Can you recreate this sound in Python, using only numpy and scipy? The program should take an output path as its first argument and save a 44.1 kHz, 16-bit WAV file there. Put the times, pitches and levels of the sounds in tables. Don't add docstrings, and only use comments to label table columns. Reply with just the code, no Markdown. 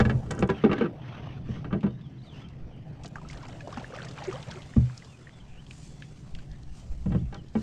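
import sys
import numpy as np
from scipy import signal
from scipy.fft import rfft, irfft, next_fast_len
from scipy.io import wavfile
from scipy.ndimage import uniform_filter1d, map_coordinates

SR = 44100
rng = np.random.default_rng(int(sys.argv[2]) if len(sys.argv) > 2 else 0)


def int16_out(signal):
    q = np.round(np.clip(np.atleast_2d(signal).T, -1, 1) * 32767)
    wavfile.write(sys.argv[1], SR, q.astype(np.int16))


N = 336042


def amp(db):
    return 10 ** (np.asarray(db) / 20)


def unit(x):
    return x / np.sqrt(np.mean(x ** 2) + 1e-20)


def along(points, hz):
    f, v = np.transpose(points)
    return np.interp(np.log(hz + 1), np.log(f + 1), v)


def curves(rows):
    s, *cols = np.transpose(rows)
    return [np.interp(np.arange(N) / SR, s, c) for c in cols]


def wobble(rate):
    knots = rng.standard_normal(int(N * rate / SR) + 4)
    return map_coordinates(knots, [np.arange(N) * rate / SR])


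def filtered(x, response):
    m = next_fast_len(len(x) + 8192)
    return irfft(rfft(x, m) * response(np.fft.rfftfreq(m, 1 / SR)), m)[:len(x)]


def causal(x, gain, size):
    cepstrum = irfft(np.log(gain(np.fft.rfftfreq(size, 1 / SR))))
    cepstrum[1:size // 2] *= 2
    cepstrum[size // 2 + 1:] = 0
    return signal.fftconvolve(x, irfft(np.exp(rfft(cepstrum))))[:len(x)]


def noise(colour, patchy_db=2):
    z = signal.stft(rng.standard_normal(N), nperseg=512)[2]
    field = uniform_filter1d(rng.standard_normal(z.shape), size=4, axis=0)
    field = uniform_filter1d(field, size=10, axis=1)
    patchy = signal.istft(z * amp(patchy_db * unit(field)), nperseg=512)[1][:N]
    return unit(filtered(patchy, lambda hz: amp(along(colour, hz))))


def add(track, s, sound):
    start = max(0, round(s * SR))
    part = sound[:max(0, N - start)]
    track[start:start + len(part)] += part


def swell(s, length, attack, release):
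    start, end = max(0, round((s - attack / 2) * SR)), round((s + length + 8 * release) * SR)
    out, t = np.zeros(N), np.arange(start, end) / SR - s
    add(out, s + t[0], np.clip(t / attack + .5, 0, 1) * np.exp(-np.maximum(t - length, 0) / release))
    return out


def broad_peak(f, hz, width, top_hz, order):
    return 1 / (1 + (np.log((f + 1) / hz) / width) ** 2) / (1 + (f / top_hz) ** order)


# frequency in Hz, relative density in dB per Hz.
SWAY = [(10, 22), (25, 5.5), (48, 21), (70, 16), (120, -55.5)]
DRONE = [(45, -32.5), (65, -6), (95, -6), (125, 3.5), (150, 2), (200, -8), (290, -13.5), (400, -21.5),
         (600, -54), (1000, -39), (2500, -109.5)]
# time in seconds, level in dB before sway_db.
ROCKING = [(0, -33.5), (.42, -49.5), (.85, -65), (1.7, -48), (2.1, -61), (2.6, -45), (2.9, -55.5),
           (3.35, -46), (3.9, -56), (4.6, -57), (5.2, -60.5), (5.56, -43.5), (5.59, -34), (5.63, -45),
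           (5.85, -51), (6.26, -52), (6.35, -34.5), (6.62, -44), (6.9, -36.5), (7.6, -45)]
# time in seconds, level in dB before drone_db.
DRONING = [(.55, -39.5), (.9, -44), (1.5, -39.5), (2.1, -44), (3.3, -44.5), (4.5, -47), (5.25, -50.5),
           (6.4, -47), (6.65, -48.5), (7.15, -47.5), (7.6, -50)]


def rumble(sway_db=1, drone_db=1, throb_db=0.5, throb_rate=12):
    (sway,), (drone,) = curves(ROCKING), curves(DRONING)
    rocking = amp(sway + sway_db) * noise(SWAY, patchy_db=3.5)
    throb = throb_db * wobble(throb_rate)
    return rocking + amp(drone + drone_db + throb) * noise(DRONE, patchy_db=0.5)


# start in seconds, length in seconds, first pitch in Hz,
# last pitch in Hz, arch of the pitch in Hz, level in dB before level_db and the flutter.
SYLLABLES = [(0.502, 0.16, 3360, 2700, 99, -53), (1.878, 0.061, 3350, 3780, 127, -65),
             (1.937, .028, 3590, 3740, 160, -64), (1.972, 0.038, 3700, 3800, 170, -67),
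             (2.005, 0.039, 3500, 3550, 51.5, -65), (2.034, 0.053, 3600, 3130, -110, -58.5),
             (2.174, 0.035, 3200, 3500, 638, -63.5), (2.215, 0.016, 3400, 4550, 0, -59),
             (2.227, 0.037, 4440, 4680, -2, -62), (2.253, 0.059, 4250, 3280, -130, -56),
             (2.307, 0.045, 3300, 2700, 50, -56), (2.335, .034, 2720, 2870, 0, -55),
             (2.36, 0.035, 2830, 3080, 43, -56), (2.396, 0.043, 2950, 3600, 90, -54),
             (2.435, 0.031, 3200, 3140, -28, -57), (5.084, 0.091, 2930, 2350, 6, -58.5),
             (5.32, 0.031, 3370, 3730, 14, -60), (5.399, 0.019, 3350, 2820, 40, -54.5),
             (5.478, .032, 2430, 2660, 2, -66), (5.503, 0.064, 2630, 2350, -20, -64),
             (5.552, 0.066, 2380, 3210, 81, -58), (6.543, 0.036, 4050, 3300, 0, -67),
             (7.107, 0.053, 3050, 3260, 96, -62), (7.174, 0.037, 2560, 3600, 245, -60),
             (7.353, 0.063, 3520, 2870, -85, -57.5)]
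# start in seconds, length in seconds,
# pitch in Hz, level in dB.
FAR_NOTES = [(4.588, .27, 3580, -69.5), (5.063, 0.053, 3520, -66), (5.21, 0.054, 3450, -67),
             (5.335, 0.058, 3450, -65), (5.455, 0.13, 3420, -78), (5.84, 0.37, 3440, -70)]


def birds(level_db=-3, waver=.02, flutter_db=2.8, echo_db=-7, echo_t60=.22):
    song, hoarse = np.zeros(N), 1 + waver * (wobble(900) + wobble(60) / 2)
    for s, length, first_hz, last_hz, arch_hz, db in SYLLABLES:
        u = np.linspace(0, 1, int(length * SR))
        hz = first_hz + (last_hz - first_hz) * u + arch_hz * np.sin(np.pi * u)
        hz = hz * hoarse[round(s * SR):][:len(u)]
        envelope = np.sqrt(np.abs(np.sin(np.pi * u)))
        add(song, s, amp(db + level_db) * envelope * np.sin(2 * np.pi * np.cumsum(hz) / SR))
    song = song * amp(flutter_db * wobble(120))
    for s, length, note_hz, note_db in FAR_NOTES:
        t = np.arange(int(length * SR)) / SR
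        add(song, s, amp(note_db) * np.sin(np.pi * t / length) * np.sin(2 * np.pi * note_hz * t))
    t = np.arange(SR // 2) / SR
    trees = rng.standard_normal(len(t)) * amp(-60 * t / echo_t60)
    return song + amp(echo_db) * signal.fftconvolve(song, trees / np.linalg.norm(trees))[:N]


# frequency in Hz, relative gain in dB.
GURGLE_COLOUR = [(200, 9.5), (450, 8), (750, 6), (1100, -12.5), (2000, -40.5)]
WASH_COLOUR = [(600, 5), (1200, 6), (1800, 3.5), (2200, 1.5), (3000, 2.5), (4300, -12.5), (8000, -48)]
RUSTLE_COLOUR = [(1500, -48.5), (3200, -3.5), (4500, 1.5), (6300, -1), (7500, -41.5), (10000, -27)]
FIZZ_COLOUR = [(5000, -2), (7000, 7.5), (8300, 4), (9500, -5.5), (11000, -12.5), (13500, -44), (15000, -39)]
# time in seconds, deep gurgle in dB, surface wash in dB.
STIR = [(0, -45, -62), (1.2, -52, -63.5), (2.1, -57.5, -64.5), (2.8, -55, -63), (3.5, -51, -59),
        (4.3, -52, -53), (5.1, -62, -61), (7.6, -59, -66.5)]
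# time in seconds, level in dB.
TREBLE = [(0, -66), (.45, -74.5), (.8, -88.5), (2.75, -87), (3.3, -70.5), (4.3, -65.5), (4.95, -66),
          (5.45, -74.5), (5.95, -66.5), (6.65, -75.5), (6.95, -69.5), (7.6, -79)]
# start in seconds, length in seconds, level in dB, brightness in dB.
RUBS = [(0.147, 0.2, -79, -15), (0.335, 0.082, -80, -5), (0.5, 0.16, -69, -19.5), (0.695, 0.13, -70, -25),
        (1.019, 0.17, -71, -21), (1.203, 0.15, -70, -18), (1.47, 0.11, -66, -13), (2.227, 0.027, -69, -4.5),
        (2.319, 0.087, -66.5, -11), (5.702, 0.18, -68, 6.5), (6.749, 0.051, -62, -0.5),
        (7.554, 0.094, -61.5, -1)]


def hiss(waves, grain_db=1.5, surge_db=-8, cloth_db=-78, rub_attack=.09, rub_release=0.036):
    gurgle, wash = amp(curves(STIR)) ** 2 + (amp(surge_db) * waves) ** 2
    fizz = amp(curves(TREBLE)[0]) ** 2
    rustle = amp(cloth_db) ** 2 + fizz
    for s, length, db, bright_db in RUBS:
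        stroke = (amp(db) * swell(s, length, rub_attack, rub_release)) ** 2
        bright = amp(bright_db) ** 2
        wash, rustle, fizz = wash + stroke / bright, rustle + stroke, fizz + stroke * bright
    water = np.sqrt(gurgle) * noise(GURGLE_COLOUR, patchy_db=3.5) + np.sqrt(wash) * noise(WASH_COLOUR, patchy_db=3.2)
    cloth = np.sqrt(rustle) * noise(RUSTLE_COLOUR) + np.sqrt(fizz) * noise(FIZZ_COLOUR)
    return (water + cloth) * amp(grain_db * wobble(150))


# start in seconds, length in seconds, level in dB.
WAVELETS = [(3.314, 0.19, -57), (3.58, 0.051, -83), (3.706, 0.11, -54.5), (3.937, 0.12, -53),
            (4.173, 0.19, -51), (4.476, 0.067, -52.5), (4.68, 0.22, -67.5)]


def surge(attack=0.041, release=0.052, calm_db=-79):
    return amp(calm_db) + sum(amp(db) * swell(s, length, attack, release) for s, length, db in WAVELETS)


def bubble(hz, cycles, rise):
    age = np.arange(int(SR * cycles / hz) + 2) * hz / (SR * cycles)
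    phase = 2 * np.pi * cycles * (age + rise * age ** 2 / 2)
    return np.sin(phase) * amp(-60 * age) * (1 - np.exp(-age * cycles))


def lapping(count, centre_hz=1700, spread=.8, size_db=5, cycles=20, rise=0.14, tilt=0.22,
            life_spread=.45, rise_spread=.18):
    out = np.zeros(N)
    normals = np.clip(rng.standard_normal((count, 3)), -2.5, 2.5)
    for when, (pitch, life, slide), size in zip(rng.random(count), normals, rng.exponential(size=count)):
        hz = centre_hz * np.exp(spread * pitch)
        if 380 < hz < 8500:
            sound = bubble(hz, cycles * np.exp(life_spread * life), rise + rise_spread * slide)
            add(out, when * N / SR, amp(size_db * min(size, 3)) * (centre_hz / hz) ** tilt * sound)
    return unit(out)


def trickle(count=600, size=7, centre_hz=2200, spread=.58, size_db=4, rise=0.11, lag=.0035, cycles=14):
    out = np.zeros(N)
    for when, strength in zip(rng.random(count), np.minimum(rng.exponential(size=count), 2.5)):
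        for pitch, late in np.clip(rng.standard_normal((size, 2)), -2, 2):
            sound = bubble(centre_hz * np.exp(spread * pitch), cycles, rise)
            add(out, when * N / SR + lag * abs(late), amp(size_db * strength) * sound)
    return unit(out)


# start in seconds, level in dB before plop_db or shard_db,
# starting pitch in Hz, ring in cycles.
PLOPS = [(3.157, -24, 1550, 17), (3.158, -30.5, 1020, 11), (3.167, -35, 1160, 24), (3.183, -35.5, 1230, 30),
         (3.215, -41.5, 965, 40), (3.25, -43, 1280, 62), (3.3, -34, 2110, 31), (3.605, -41.5, 2470, 72),
         (3.607, -40, 1680, 73), (3.674, -19.5, 650, 8.2), (3.688, -37, 607, 30), (3.727, -32, 1140, 35),
         (3.772, -31, 790, 36), (3.773, -21.5, 1290, 9.1), (3.772, -26.5, 238, 17.5),
         (3.844, -30, 1690, 30), (3.924, -33, 1500, 16), (3.972, -32, 605, 20), (3.987, -26, 1630, 15),
         (4.004, -29.5, 1470, 20), (4.178, -23, 1310, 7.7), (4.221, -29.5, 800, 33), (4.295, -40, 1780, 24),
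         (4.326, -27.5, 1190, 25), (4.521, -32.5, 1540, 20), (4.737, -36.5, 1810, 26),
         (4.898, -30.5, 1610, 11.5), (5.023, -39, 1970, 31), (5.271, -37.5, 1830, 34),
         (6.023, -36.5, 1670, 30), (6.388, -46, 1540, 47)]


def plops(plop_db=2, rise=0.089, count=6, spread=0.32, shard_db=-10, scatter=0.005, lag=0.0055, shard_cycles=11):
    out = np.zeros(N)
    for s, db, hz, cycles in PLOPS:
        add(out, s, amp(db + plop_db) * bubble(hz, cycles, rise))
        for late, pitch in rng.standard_normal((count, 2)):
            shard = bubble(hz * np.exp(spread * pitch), shard_cycles, rise)
            add(out, s + lag + scatter * late, amp(db + shard_db) * shard)
    return out


# start in seconds, length in seconds,
# first pitch in Hz, last pitch in Hz, level in dB before the roughness.
GLUGS = [(3.376, 0.032, 1000, 680, -53), (3.427, 0.019, 1280, 800, -43.5), (3.478, 0.032, 980, 535, -47),
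         (3.629, 0.041, 547, 620, -43), (3.8, .03, 518, 1270, -42.5), (3.928, 0.02, 457, 560, -38),
         (3.934, 0.017, 1040, 1490, -41), (4.198, 0.038, 493, 890, -43), (4.272, 0.034, 397, 353, -26.5),
         (4.297, 0.032, 343, 393, -39.5), (4.323, 0.0264, 1175, 1610, -48), (4.33, 0.034, 477, 558, -37.5),
         (4.362, 0.031, 726, 890, -45.5), (4.472, 0.033, 476, 674, -42.5), (4.545, 0.049, 363, 373, -41)]


def glugs(rough_db=1.5):
    out = np.zeros(N)
    for s, length, first_hz, last_hz, db in GLUGS:
        u = np.linspace(0, 1, int(length * SR))
        hz = first_hz * (last_hz / first_hz) ** u
        add(out, s, amp(db) * np.sin(np.pi * u) * np.sin(2 * np.pi * np.cumsum(hz) / SR))
    return out * amp(rough_db * wobble(180))


def splat(hz, width=0.47, t60=.034, attack=.0008):
    t = np.arange(SR // 25) / SR
    burst = unit(filtered(rng.standard_normal(len(t)), lambda f: broad_peak(f, hz, width, 8200, 12)))
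    return burst * amp(-60 * t / t60) * (1 - np.exp(-t / attack))


# start in seconds, level in dB before splat_db or ping_db,
# central pitch in Hz.
DROPS = [(3.035, -40, 5400), (3.044, -46.5, 6300), (3.057, -36.5, 4550), (3.078, -48.5, 7400),
         (3.156, -47.5, 6100), (3.168, -59, 6700), (3.182, -60, 6100), (3.216, -59, 5200),
         (3.287, -41, 5500), (3.301, -44.5, 4250), (3.309, -42, 5300), (3.33, -46, 4800),
         (3.373, -42, 3520), (3.431, -47, 4250), (3.484, -44.5, 5530), (3.606, -46, 4170),
         (3.674, -45.5, 4800), (3.725, -41, 4800), (3.772, -42, 5200), (3.795, -42, 3270),
         (3.877, -51.5, 7000), (3.988, -48.5, 3600), (4.048, -39.5, 5470), (4.085, -39, 4230),
         (4.11, -42, 4260), (4.238, -39.5, 5260), (4.249, -38.5, 3320), (4.328, -40, 5400),
         (4.426, -36, 3100), (4.511, -34.5, 3700)]


def drops(splat_db=-4, count=10, spread=0.406, lag=0.0057, ping_db=-10, cycles=30, rise=0.053):
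    out = np.zeros(N)
    for s, db, hz in DROPS:
        add(out, s, amp(db + splat_db) * splat(hz))
        for late, pitch in zip(rng.exponential(size=count), rng.standard_normal(count)):
            ping = bubble(hz * np.exp(spread * np.clip(pitch, -2, 1)), cycles, rise)
            add(out, s + lag * late, amp(db + ping_db) * ping)
    return out


def lapping_water(waves):
    droplets = amp(-1) * trickle()
    swarm = amp(-1.5) * lapping(count=5500, size_db=3.5)
    burble = amp(-1) * lapping(count=700, centre_hz=961, spread=.55, size_db=2, cycles=30, rise=.3, tilt=0.18)
    spray = amp(-9) * lapping(count=2000, centre_hz=4840, spread=0.36, cycles=37, rise=0.08, tilt=0.062)
    plinks = amp(-5) * lapping(count=420, centre_hz=2300, spread=.5, size_db=3, cycles=32, rise=.05)
    return plops() + glugs() + drops() + waves * (droplets + plinks + swarm + burble + spray)


# start in seconds, level in dB before tick_db and
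# the chatter, pitch in Hz.
TICKS = [(0.308, -35, 6900), (0.35, -53, 7440), (.379, -63, 7200), (.391, -43, 6540), (.408, -48, 7400),
         (.4744, -54, 7440), (0.732, -43.5, 3980), (0.782, -44.5, 3800), (1.807, -46.5, 2700),
         (2.012, -55, 2960), (2.486, -53, 3900), (4.62, -41, 3130), (4.9746, -41.5, 5330),
         (5.047, -47.5, 3680), (5.293, -49, 2150), (5.665, -50, 3230), (5.709, -45, 2710),
         (6.022, -41, 2460), (6.033, -47.5, 2000), (6.35, -48.5, 2980), (6.3878, -47, 3200),
         (6.397, -53, 2300), (6.5134, -53.5, 4500), (6.63, -51.5, 4160), (7.3433, -43.5, 4040),
         (7.483, -49, 4180)]


def ticks(tick_db=-2, t60=0.022, width=0.31, tail_db=-16, tail_t60=0.14, attack=.00025,
          chatter_db=4, chatter_rate=420):
    out, t = np.zeros(N), np.arange(SR // 10) / SR
    decay = amp(-60 * t / t60) + amp(tail_db - 60 * t / tail_t60)
    envelope = decay * (1 - np.exp(-t / attack))
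    for s, db, hz in TICKS:
        burst = unit(filtered(rng.standard_normal(len(t)), lambda f: broad_peak(f, hz, width, 9000, 10)))
        add(out, s, amp(db + tick_db) * envelope * burst)
    return out * amp(chatter_db * wobble(chatter_rate))


def ring(t, hz, t60, build):
    return amp(-60 * t / t60) * (1 - np.exp(-t * hz / build)) ** 2 * np.sin(2 * np.pi * hz * t)


# frequency in Hz, relative level in dB, t60 in seconds.
HULL = [(75.4, -3.5, 0.2), (121.4, -12.5, 0.21), (124.3, -7, 0.61), (164, -5.5, 0.17), (188.7, -13.5, 0.18),
        (218, -10, 0.34), (248.4, 1.5, 0.029), (288, -11.5, 0.32), (345.4, -7, 0.22), (389.7, -8.5, 0.16),
        (421, -2.5, .12), (478, -7, 0.1), (568.4, -15.5, 0.071), (626, -23.5, 0.12), (795, -9, 0.087),
        (986, -19.5, 0.13), (1191, -12, 0.075), (1298, -8.5, 0.054), (1366, -14, 0.068),
        (1540, -14.5, 0.13), (1636, -13.5, 0.063), (1902, -19.5, 0.099), (2260, -21.5, 0.077),
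        (2640, -26.5, 0.051), (2740, -23, 0.12), (3060, -20.5, 0.11)]


def hull_modes(t, build):
    hz, mode_db, t60 = np.transpose(HULL)[:, :, None]
    return hz[:, 0], amp(mode_db) * ring(t, hz, t60, build)


def clusters(f, width=.03, valley_db=-9):
    hz = np.transpose(HULL)[0][:, None]
    nearness = np.max(1 / (1 + ((f - hz) / (width * hz)) ** 2), axis=0)
    return amp(valley_db * (1 - nearness) * (f < 1.1 * hz.max()))


# frequency in Hz, level in dB relative to the blow's driving level.
FORCE = [(75, -13), (122, -16), (160, -7.5), (245, -10), (290, -11.5), (420, -15.5), (490, -9.5),
         (780, -17.5), (1000, -16.5), (3200, -24), (5000, -53), (9000, -62)]
# frequency in Hz, share in dB per dB.
WEIGHT_SHARE = [(85, 0.96), (125, 0.96), (170, -0.051), (245, 0.14), (330, -0.43), (470, 0.14),
                (1000, -0.12)]
HARDNESS_SHARE = [(245, 0.05), (400, 0.3), (1000, 0.8), (3200, 0.82), (6000, 1.66)]
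# frequency in Hz, loss in dB per dB of padding.
PADDING = [(245, 0.5), (290, 5), (420, 4), (490, 0.5)]


def force(weight_db, hardness_db, padded_db=-18):
    hz, db = np.transpose(FORCE)
    padding = max(0, padded_db - hardness_db) * along(PADDING, hz)
    weight = weight_db * along(WEIGHT_SHARE, hz)
    return hz, db + weight + hardness_db * along(HARDNESS_SHARE, hz) - padding


# start in seconds, length in seconds, level in dB.
SCRAPES = [(0.22, 0.11, -45), (0.327, 0.11, -40.5), (.405, .015, -39), (0.467, 0.015, -35),
           (0.695, 0.038, -28.5), (0.755, 0.046, -36.5), (0.818, 0.036, -35.5), (1.705, .014, -35)]


def scrapes(slips_per_s=420, size_db=8, weight_db=-26, hardness_db=6, attack=0.013, release=.006):
    hz, modes = hull_modes(np.arange(SR // 3) / SR, build=1)
    shell = amp(along(np.transpose(force(weight_db, hardness_db)), hz)) @ modes
    slips = unit((rng.random(N) < slips_per_s / SR) * amp(size_db * rng.standard_normal(N)))
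    drag = sum(amp(db) * swell(s, length, attack, release) for s, length, db in SCRAPES)
    return signal.fftconvolve(slips * drag, shell / np.linalg.norm(shell))[:N]


# frequency in Hz, relative density in dB per Hz.
CROWD = [(60, -42.5), (200, -0.5), (450, 1), (750, -0.5), (1400, -5), (2100, -0.5), (3200, -4.5),
         (5000, 3.5), (7500, 0.5), (10000, -14.5), (14000, -19)]
# frequency in Hz, t60 in seconds.
CROWD_LIFE = [(200, 0.2), (1000, 0.2), (3000, 0.074), (9000, 0.063)]


def crowd(strength, size):
    hz, t, z = signal.stft(rng.standard_normal(size), SR, nperseg=256)
    gain = amp(along(CROWD, hz) + along(strength, hz))[:, None]
    decay = amp(-60 * t / along(CROWD_LIFE, hz)[:, None])
    return signal.istft(z * gain * decay, SR, nperseg=256)[1][:size]


# start in seconds, driving level in dB, pitch of the struck panel in Hz,
# ring of the striker in Hz, weight behind the blow in dB, hardness of the contact in dB,
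# overtone of the panel in dB, relative level of the striker's ring in dB,
# t60 in seconds of the damping by the resting striker.
BLOWS = [(.001, -11.5, 213, 1680, 17, 17, -10, 1, 0.27),
         (0.0512, -17.5, 209, 1680, 19, 12.5, -39, 4.5, 1.7), (.096, -18, 216, 1693, -9, 11, -29, 2.5, 2.8),
         (0.137, -8.5, 125, 1360, 14.5, -35.5, -18, 4, 6.8), (.307, -27.5, 143, 1514, 12, 23, -10, -1, 2.7),
         (.389, -21.5, 231, 1520, 10, 2, -20, 3, 1.4), (.424, -10, 188, 724, 9, 8, -6.5, -2, 0.31),
         (0.49, -11.5, 390, 984, 0.5, 3.5, -32, 2, 1.5), (.498, -20.5, 198, 1646, -16, 13, -20, 1.5, 1.8),
         (.638, -2.5, 218.4, 1228, -18.5, -8, -3.5, 3, 0.35),
         (.647, -7.5, 229, 1495, -7, 1.5, -0.5, 0, 0.047), (.659, -10, 398, 640, -22, -8.5, -11, 4.5, 0.55),
         (.694, -9.5, 188, 1240, -8.5, -15, -10.5, 12, 0.26),
         (.714, -9, 199, 2746, -28, 0.5, -11, -3.5, 0.24),
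         (.7295, -11.5, 337, 1860, -15, 6, -24, -5, 0.089), (.78, -19.5, 266, 1660, -14, 4, -16, 1, .3),
         (.81, -9, 223, 1270, -27, -4, -0.5, -3, 0.31), (.8185, -19, 231, 1520, -14, 3, 10, 5, 0.24),
         (.839, -17, 182, 1416, -15, -1, -3, -2, 0.5), (.857, -18.5, 184, 1310, -28, -2, 0, -1, .4),
         (1.487, -26, 215.6, 1820, 17.5, -19.5, -15, 9, 2.5),
         (1.559, -30.5, 148, 1464, -9, 2.5, -20, -1, 2), (1.644, -23.5, 147, 1255, -14, 2, -9, -1.5, 1),
         (1.727, -13, 196, 1220, 3, -0.5, -15, -5, 1.6), (1.746, -14, 348, 930, 6.5, -18, -13.5, 0.5, 1.2),
         (1.83, -26.5, 261, 865, -2, 9, -13, 2, 1.1), (1.838, -5.5, 200, 950, -9.5, -19, -16, -3, 1.3),
         (1.864, -24, 225, 984, 9, 5, -20, -1, 1), (3.046, -29, 189, 684, -28, 2, -21, 10, 0.23),
         (4.476, -20, 143, 940, 3, -22.5, -28, 0, 1.2),
         (4.7634, -8.5, 229.7, 1170, 17.5, -18.5, -21, 4, 0.44),
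         (4.7875, -5, 153, 930, 8, -38, -29, 6, 0.71), (4.821, -14.5, 125, 920, 20.5, -40.5, -31, -5, 3.6),
         (7.057, -15, 189, 990, 8.5, -16, -22, 0, 2), (7.103, -15, 152.5, 1110, 8, -20, -17, -1, 2.2),
         (7.12, -25, 160, 795, 13, 5.5, -14, -1, 2), (7.147, -13, 180, 1080, 12.5, -8.5, -21.5, 1.5, 0.81),
         (7.212, -8.5, 152, 920, 15.5, -46, -15, 5, 2), (7.325, -34, 186, 810, 8, 14, -12, 0, 1.8),
         (7.346, -26, 142, 1515, 3.5, 2.5, -27, 1, 1.7), (7.552, -12.5, 218, 825, -1, -7, -16.5, 5, 2.4)]


def hull(ring_db=3.5, crowd_db=11, build_cycles=0.85, scatter_db=1, contact_s=0.00063,
         panel_db=10, panel_t60=0.13, panel_build=1, striker_t60=0.057, lead_in_db=-15, lead_in_s=0.015,
         overtone_ratio=1.95, overtone_t60=0.088):
    out, clacks, t = np.zeros(N), np.zeros(N), np.arange(SR // 2) / SR
    lead_in_t = t[:SR // 16]
    hz, modes = hull_modes(t, build_cycles)
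    for (s, level_db, panel_hz, striker_hz, weight_db, hardness_db,
         overtone_db, striker_db, rest_t60) in BLOWS:
        strength = [(f, level_db + db) for f, db in zip(*force(weight_db, hardness_db))]
        gains = amp(along(strength, hz) + scatter_db * rng.standard_normal(len(HULL)))
        damping = amp(-60 * t / rest_t60)
        overtone = amp(overtone_db) * ring(t, overtone_ratio * panel_hz, overtone_t60, panel_build)
        flex = ring(t, panel_hz, panel_t60, panel_build) + overtone
        panel = amp(along(strength, panel_hz) + panel_db) * flex
        striker = amp(along(strength, striker_hz) + striker_db) * ring(t, striker_hz, striker_t60, panel_build)
        add(out, s, damping * (amp(ring_db) * gains @ modes + panel + striker))
        clack = amp(crowd_db) * crowd(strength, size=len(t)) * (1 - np.exp(-t / contact_s))
        add(clacks, s, damping * clack)
        lead_in = crowd(strength, size=len(lead_in_t)) * (1 - np.exp(-lead_in_t / lead_in_s))
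        add(clacks, s - lead_in_s, amp(lead_in_db) * lead_in)
    return out + causal(clacks, clusters, size=4096)


def scene():
    waves = surge()
    background = rumble() + birds() + hiss(waves)
    return (background + lapping_water(waves) + ticks() + scrapes() + hull())[None]


def record(dry, top_hz=14300):
    return np.array([filtered(channel, lambda hz: hz < top_hz) for channel in dry])


dry = scene()
out = record(dry)
int16_out(out)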